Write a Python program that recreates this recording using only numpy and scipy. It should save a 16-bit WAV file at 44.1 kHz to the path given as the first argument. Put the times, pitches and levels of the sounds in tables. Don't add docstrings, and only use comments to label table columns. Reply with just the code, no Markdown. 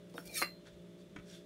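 import sys
import numpy as np
from scipy import signal
from scipy.fft import rfft, irfft
from scipy.io import wavfile

SR = 44100
rng = np.random.default_rng(int(sys.argv[2]) if len(sys.argv) > 2 else 0)


def to_wav(sig):
    pcm = np.clip(np.atleast_2d(sig), -1, 1) * 32767
    pcm = np.round(pcm).astype(np.int16)
    wavfile.write(sys.argv[1], SR, pcm.T)


N = 63945
TIME = np.arange(N) / SR


def blade_scrape():
    # t/s, level/dB
    drag = [(0.092, -73), (0.14, -76), (0.156, -64), (0.17, -59.5), (0.182, -58), (0.2, -62.5),
            (0.249, -65), (0.256, -53), (0.272, -54.5), (0.285, -65), (0.296, -59.5), (0.326, -59.5),
            (0.349, -44.5), (0.367, -39), (0.386, -38.5), (0.403, -45), (0.422, -39.5), (0.434, -52),
            (0.47, -83)]
    # f/Hz, width/Hz, level/dB
    pressed_modes = [(4390, 59, -1.5), (4790, 44, -4), (5100, 50, -15), (5530, 80, -2.5), (6680, 73, -13),
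                     (6310, 13, -3.5), (7340, 79, -13.5), (8520, 35, -6), (9200, 36, 0.5), (9500, 47, -2.5),
                     (10000, 60, -9), (11100, 33, -1.5), (11800, 65, -2), (11800, 35, -21),
                     (12240, 30, -12), (12700, 50, -21), (14000, 46, -17), (14900, 78, -25),
                     (16200, 42, 2.5)]
    # f/Hz, level/dB
    grit_colour = [(90, -21), (500, -5), (900, -30), (1300, -12.5), (2000, -5.5), (2700, -2), (3200, -13.5),
                   (3800, -12), (5400, -6.5), (7500, -7), (10000, -6), (13300, -14), (15500, -5)]

    def blade(x):
        return sum(from_db(db) * resonate(x, hz, width) for hz, width, db in pressed_modes)

    slips = friction()
    force = from_db(np.interp(TIME, *np.transpose(drag), left=-120, right=-120))
    force *= from_db(2 * drift(hz=150))
    ringing = from_db(-4.5) * blade(slips * force) / np.std(blade(slips))
    grit = from_db(-2.5) * force * coloured(slips, grit_colour)
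    sizzle = from_db(-11) * force * rms_one(cut(friction(per_s=900), 11500, "high"))
    scrape = ringing + grit + sizzle
    bite = np.clip(1 + (TIME - 0.265) / 0.018, from_db(-1.5), 1)
    return bite * scrape + (1 - bite) * cut(scrape, 7300, "high")


def blade_squeals(sag_hz_per_s=810):
    # peak t/s, half length/s, f/Hz, level/dB
    squeals = [(0.157, .006, 5440, -57), (0.204, 0.02, 5430, -63), (0.172, 0.011, 3700, -58.5),
               (0.272, 0.018, 2340, -57.5), (0.299, 0.0066, 2414, -49.5), (0.321, 0.023, 2343, -56),
               (0.3, 0.026, 4225, -60.5), (0.3494, 0.018, 3870, -49.5), (0.35, 0.011, 6300, -48.5),
               (0.352, 0.011, 4360, -56), (0.364, 0.011, 2362, -40), (0.375, 0.012, 1798, -45),
               (0.372, 0.0063, 3650, -44), (0.37, 0.006, 8330, -41.5), (0.385, 0.015, 8515, -46),
               (0.382, 0.0039, 3530, -42.5), (0.382, 0.0085, 9700, -39), (0.41, 0.024, 9590, -49),
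               (0.383, 0.0082, 3100, -51), (0.383, 0.0096, 4340, -41.5), (0.394, 0.016, 1270, -48),
               (0.382, 0.019, 5615, -53), (0.386, 0.0094, 5290, -43.5), (0.392, 0.021, 2248, -51),
               (0.393, 0.0084, 6610, -43.5), (0.395, 0.027, 12270, -47), (0.412, 0.016, 4177, -39),
               (0.4, .008, 15300, -56), (0.42, .01, 14000, -48), (0.417, 0.016, 10960, -46.5)]
    out = 0
    for s, half_s, hz, db in squeals:
        age = TIME - s
        turns = hz * age - sag_hz_per_s * age ** 2 / 2
        swell = from_db(db) * np.exp(-(age / half_s) ** 2)
        out += swell * wavering(turns, depth=0.23, rate_hz=90)
    return out


def edge_ticks():
    # t/s, level/dB, t60/s, low edge/Hz
    catches = [(0.0968, -61.5, 0.018, 1500), (0.14, -57.5, 0.055, 800), (0.256, -62, 0.024, 7000),
               (0.274, -45.5, 0.035, 4260), (0.4106, -44, 0.028, 3500)]
    # f/Hz, level/dB
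    tick_colour = [(700, -18), (1500, 2), (3300, 4), (4500, 7), (9000, -3), (15800, -25)]
    slips = coloured(friction(), tick_colour)
    return sum(from_db(db) * decay(s, t60) * cut(slips, low_hz, "high")
               for s, db, t60, low_hz in catches)


def blade_clink():
    # t/s, level/dB
    blows = [(0.4236, -37.5)]
    # f/Hz, level/dB, t60/s
    free_modes = [(1195, 6, .07), (1385, -7, .05), (1525, -3, .05), (1700, -17, .17), (2017, 1, .15),
                  (2254, -5, .11), (2405, -5, .06), (2680, -7, .18), (2751, -4, .16), (3440, -10, .04),
                  (4139, -2.5, .33), (4204, -4, .25), (4637, -4, .11), (4770, -6, .12), (5406, -5, .08),
                  (7429, -16, .18), (9190, -15, .11), (9570, -13, .1), (10960, -19, .1), (12580, -20, .29),
                  (13790, -15, .24)]
    return sum(from_db(db) * strike(s, free_modes) for s, db in blows)


def handle_knocks():
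    # t/s, level/dB, body f/Hz, body width/Hz, top edge/Hz, thump/dB, scatter/dB
    knocks = [(0.1425, -43, 620, 245, 1160, 2.5, -0.5), (0.151, -49.5, 445, 300, 910, 7.5, 6.5),
              (0.1808, -31, 1430, 200, 2200, -4.5, -15), (0.1799, -37.5, 3200, 704, 3500, -3, -8),
              (0.4181, -21, 575, 1560, 2460, -13, -10.5), (0.4233, -22, 2080, 268, 3030, -15, -4),
              (0.4236, -24.5, 1300, 189, 2100, -11, -23), (0.4289, -31.5, 2320, 450, 2980, -20, -3)]
    out = 0
    for s, db, hz, width_hz, edge_hz, thump_db, scatter_db in knocks:
        body = resonate(signal.unit_impulse(N, int(s * SR)), hz, width_hz)
        clack = cut(body, edge_hz, "low", order=4)
        clack /= np.abs(clack).max()
        scatter = from_db(scatter_db) * reflect(clack, t60=0.096, delay_s=0.0032)
        thump = from_db(thump_db) * counter_ring(s)
        out += from_db(db) * (clack + scatter + thump)
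    return cut(out, 163, "high", order=4)


def handle_rumble(peak_s=0.309, half_s=0.04):
    swell = from_db(-55) * np.exp(-((TIME - peak_s) / half_s) ** 2)
    shaking = signal.fftconvolve(friction(), counter_ring(0))[:N]
    return swell * rms_one(shaking)


def counter_ring(s):
    # f/Hz, level/dB, t60/s
    counter_modes = [(173, -6, 0.04), (283, 1.5, 0.095), (341, 2.5, 0.067), (478, 5.5, 0.069),
                     (571.5, -2, 0.082), (661, 2.5, 0.091), (874, -12.5, 0.12)]
    ringing = strike(s, counter_modes)
    return ringing / np.abs(ringing).max()


def board_taps():
    # t/s, level/dB, top edge/Hz
    taps = [(1.1614, -56.5, 9100), (1.1635, -50, 2540), (1.187, -60, 5000), (1.197, -59.5, 2000)]
    # f/Hz, level/dB, t60/s
    board_modes = [(1262, -2.5, 0.05), (1500, 0, 0.039), (2020, -2, 0.072), (2283, -1.5, 0.06),
                   (2550, -2, .04), (3190, -4.5, 0.037), (3500, -5, 0.081), (5800, -8, 0.037),
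                   (6640, -5.5, 0.037)]
    # f/Hz, level/dB
    squish_colour = [(250, -2), (800, -4.5), (2200, -2), (4200, -12), (9000, -18), (14000, -45)]
    out = 0
    for s, db, edge_hz in taps:
        squish = from_db(2) * decay(s, t60=0.064) * coloured(friction(), squish_colour)
        out += from_db(db) * cut(strike(s, board_modes) + squish, edge_hz, "low")
    return out


def soft_thuds():
    # t/s, level/dB, f/Hz, t60/s
    thuds = [(0.269, -60, 59.5, 0.24), (0.73, -58, 64.8, 0.25), (1.163, -40, 306, 0.045),
             (1.167, -48, 195, 0.097), (1.185, -47.5, 116, 0.11), (1.2, -59, 50.4, .14)]
    return sum(from_db(db) * ring(s, hz, t60) for s, db, hz, t60 in thuds)


def skin_rubs():
    # peak t/s, level/dB, attack/s, release/s, top edge/Hz, resonance f/Hz
    rubs = [(0.673, -54.5, 0.024, 0.031, 2520, 600), (0.73, -69.5, 0.063, 0.048, 8000, 3500),
            (1.01, -68.5, 0.031, 0.027, 12000, 4470), (1.305, -58.5, 0.053, 0.08, 9300, 5620),
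            (1.35, -58, 0.058, 0.064, 12000, 3500)]
    # f/Hz, level/dB
    rub_colour = [(500, -23), (1250, -13.5), (1580, -2), (1900, -11.5), (2700, -9.5), (3150, -4.5),
                  (3500, -3), (4000, -5.5), (5700, -9.5), (7000, -10), (9000, -12), (15000, -22)]
    out = 0
    for s, db, attack, release, edge_hz, ring_hz in rubs:
        skin = coloured(friction(), rub_colour)
        skin += from_db(4.5) * resonate(skin, ring_hz, width_hz=220)
        from_peak = np.maximum((s - TIME) / attack, (TIME - s) / release)
        swell = from_db(db - 14.2 * from_peak ** 1.4)
        out += swell * cut(rms_one(skin), edge_hz, "low", order=1)
    return out


def refrigerator(motor_hz=58.7):
    # multiple of the motor's speed, level/dB
    harmonics = [(1, -77.5), (2, -72.5), (3, -60.5), (5, -73), (6, -65), (7, -67), (9, -73), (10, -67),
                 (11, -72)]
    hum = sum(from_db(db) * np.sqrt(2) * wavering(k * motor_hz * TIME, depth=0.21, rate_hz=5)
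              for k, db in harmonics)
    whine = resonate(rng.standard_normal(N), hz=3476, width_hz=56)
    return hum + from_db(-80) * rms_one(whine)


def room_tone():
    # f/Hz, level/dB
    air_colour = [(25, -24), (55, -11.5), (85, -7), (130, -6.5), (175, 8.5), (240, -4.5), (340, -0.5),
                  (480, -8.5), (650, -15.5), (820, -20), (1500, -20.5), (2800, -22), (3500, -20),
                  (4500, -26.5), (9000, -32), (15000, -40)]
    noise = cut(rng.standard_normal(N), 39, "high", order=4)
    return from_db(-59) * coloured(noise, air_colour)


def friction(per_s=5000, spread_db=3.0):
    sizes = from_db(spread_db * np.minimum(rng.exponential(1, N), 4))
    signs = rng.choice([-1, 1], N)
    return sizes * signs * (rng.random(N) < per_s / SR)


def decay(s, t60):
    return (TIME >= s) * from_db(-60 * np.abs(TIME - s) / t60)


def ring(s, hz, t60):
    return np.sin(2 * np.pi * hz * (TIME - s)) * decay(s, t60)


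def strike(s, modes):
    return sum((-1) ** k * from_db(db) * ring(s, hz, t60) for k, (hz, db, t60) in enumerate(modes))


def resonate(x, hz, width_hz):
    r = np.exp(-np.pi * width_hz / SR)
    feedforward = np.array([1, 0, -1]) * (1 - r * r) / 2
    feedback = [1, -2 * r * np.cos(2 * np.pi * hz / SR), r * r]
    return signal.lfilter(feedforward, feedback, x + 1e-18)


def reflect(x, t60, delay_s):
    tail = rng.standard_normal(N) * decay(0, t60) * (TIME > delay_s)
    return signal.fftconvolve(x, tail / np.sqrt(np.sum(tail ** 2)))[:N]


def wavering(turns, depth, rate_hz):
    wander = 1 + depth * (drift(rate_hz) + 1j * drift(rate_hz))
    return np.real(wander * np.exp(2j * np.pi * (turns + rng.random())))


def drift(hz):
    return rms_one(cut(rng.standard_normal(2 * N), hz, "low")[N:])


def coloured(x, points):
    hz, db = np.transpose(points)
    bins = np.maximum(np.fft.rfftfreq(N, 1 / SR), 1)
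    gain = from_db(np.interp(np.log(bins), np.log(hz), db))
    return rms_one(irfft(rfft(x) * gain, N))


def cut(x, hz, kind, order=2):
    return signal.sosfilt(signal.butter(order, hz, kind, fs=SR, output="sos"), x)


def from_db(db):
    return 10 ** (np.asarray(db) / 20)


def rms_one(x):
    return x / np.sqrt(np.mean(x ** 2) + 1e-20)


def scene():
    knife = blade_scrape() + blade_squeals() + edge_ticks()
    knife += handle_rumble() + blade_clink() + handle_knocks()
    direct = knife + board_taps() + soft_thuds() + skin_rubs()
    reverb = from_db(-12.5) * cut(reflect(direct, t60=0.18, delay_s=0.007), 14000, "low")
    return (direct + reverb + refrigerator() + room_tone())[None]


def record(dry, cutoff_hz=15720):
    return signal.sosfilt(signal.ellip(12, .1, 80, cutoff_hz, fs=SR, output="sos"), dry)


dry = scene()
out = record(dry)
to_wav(out)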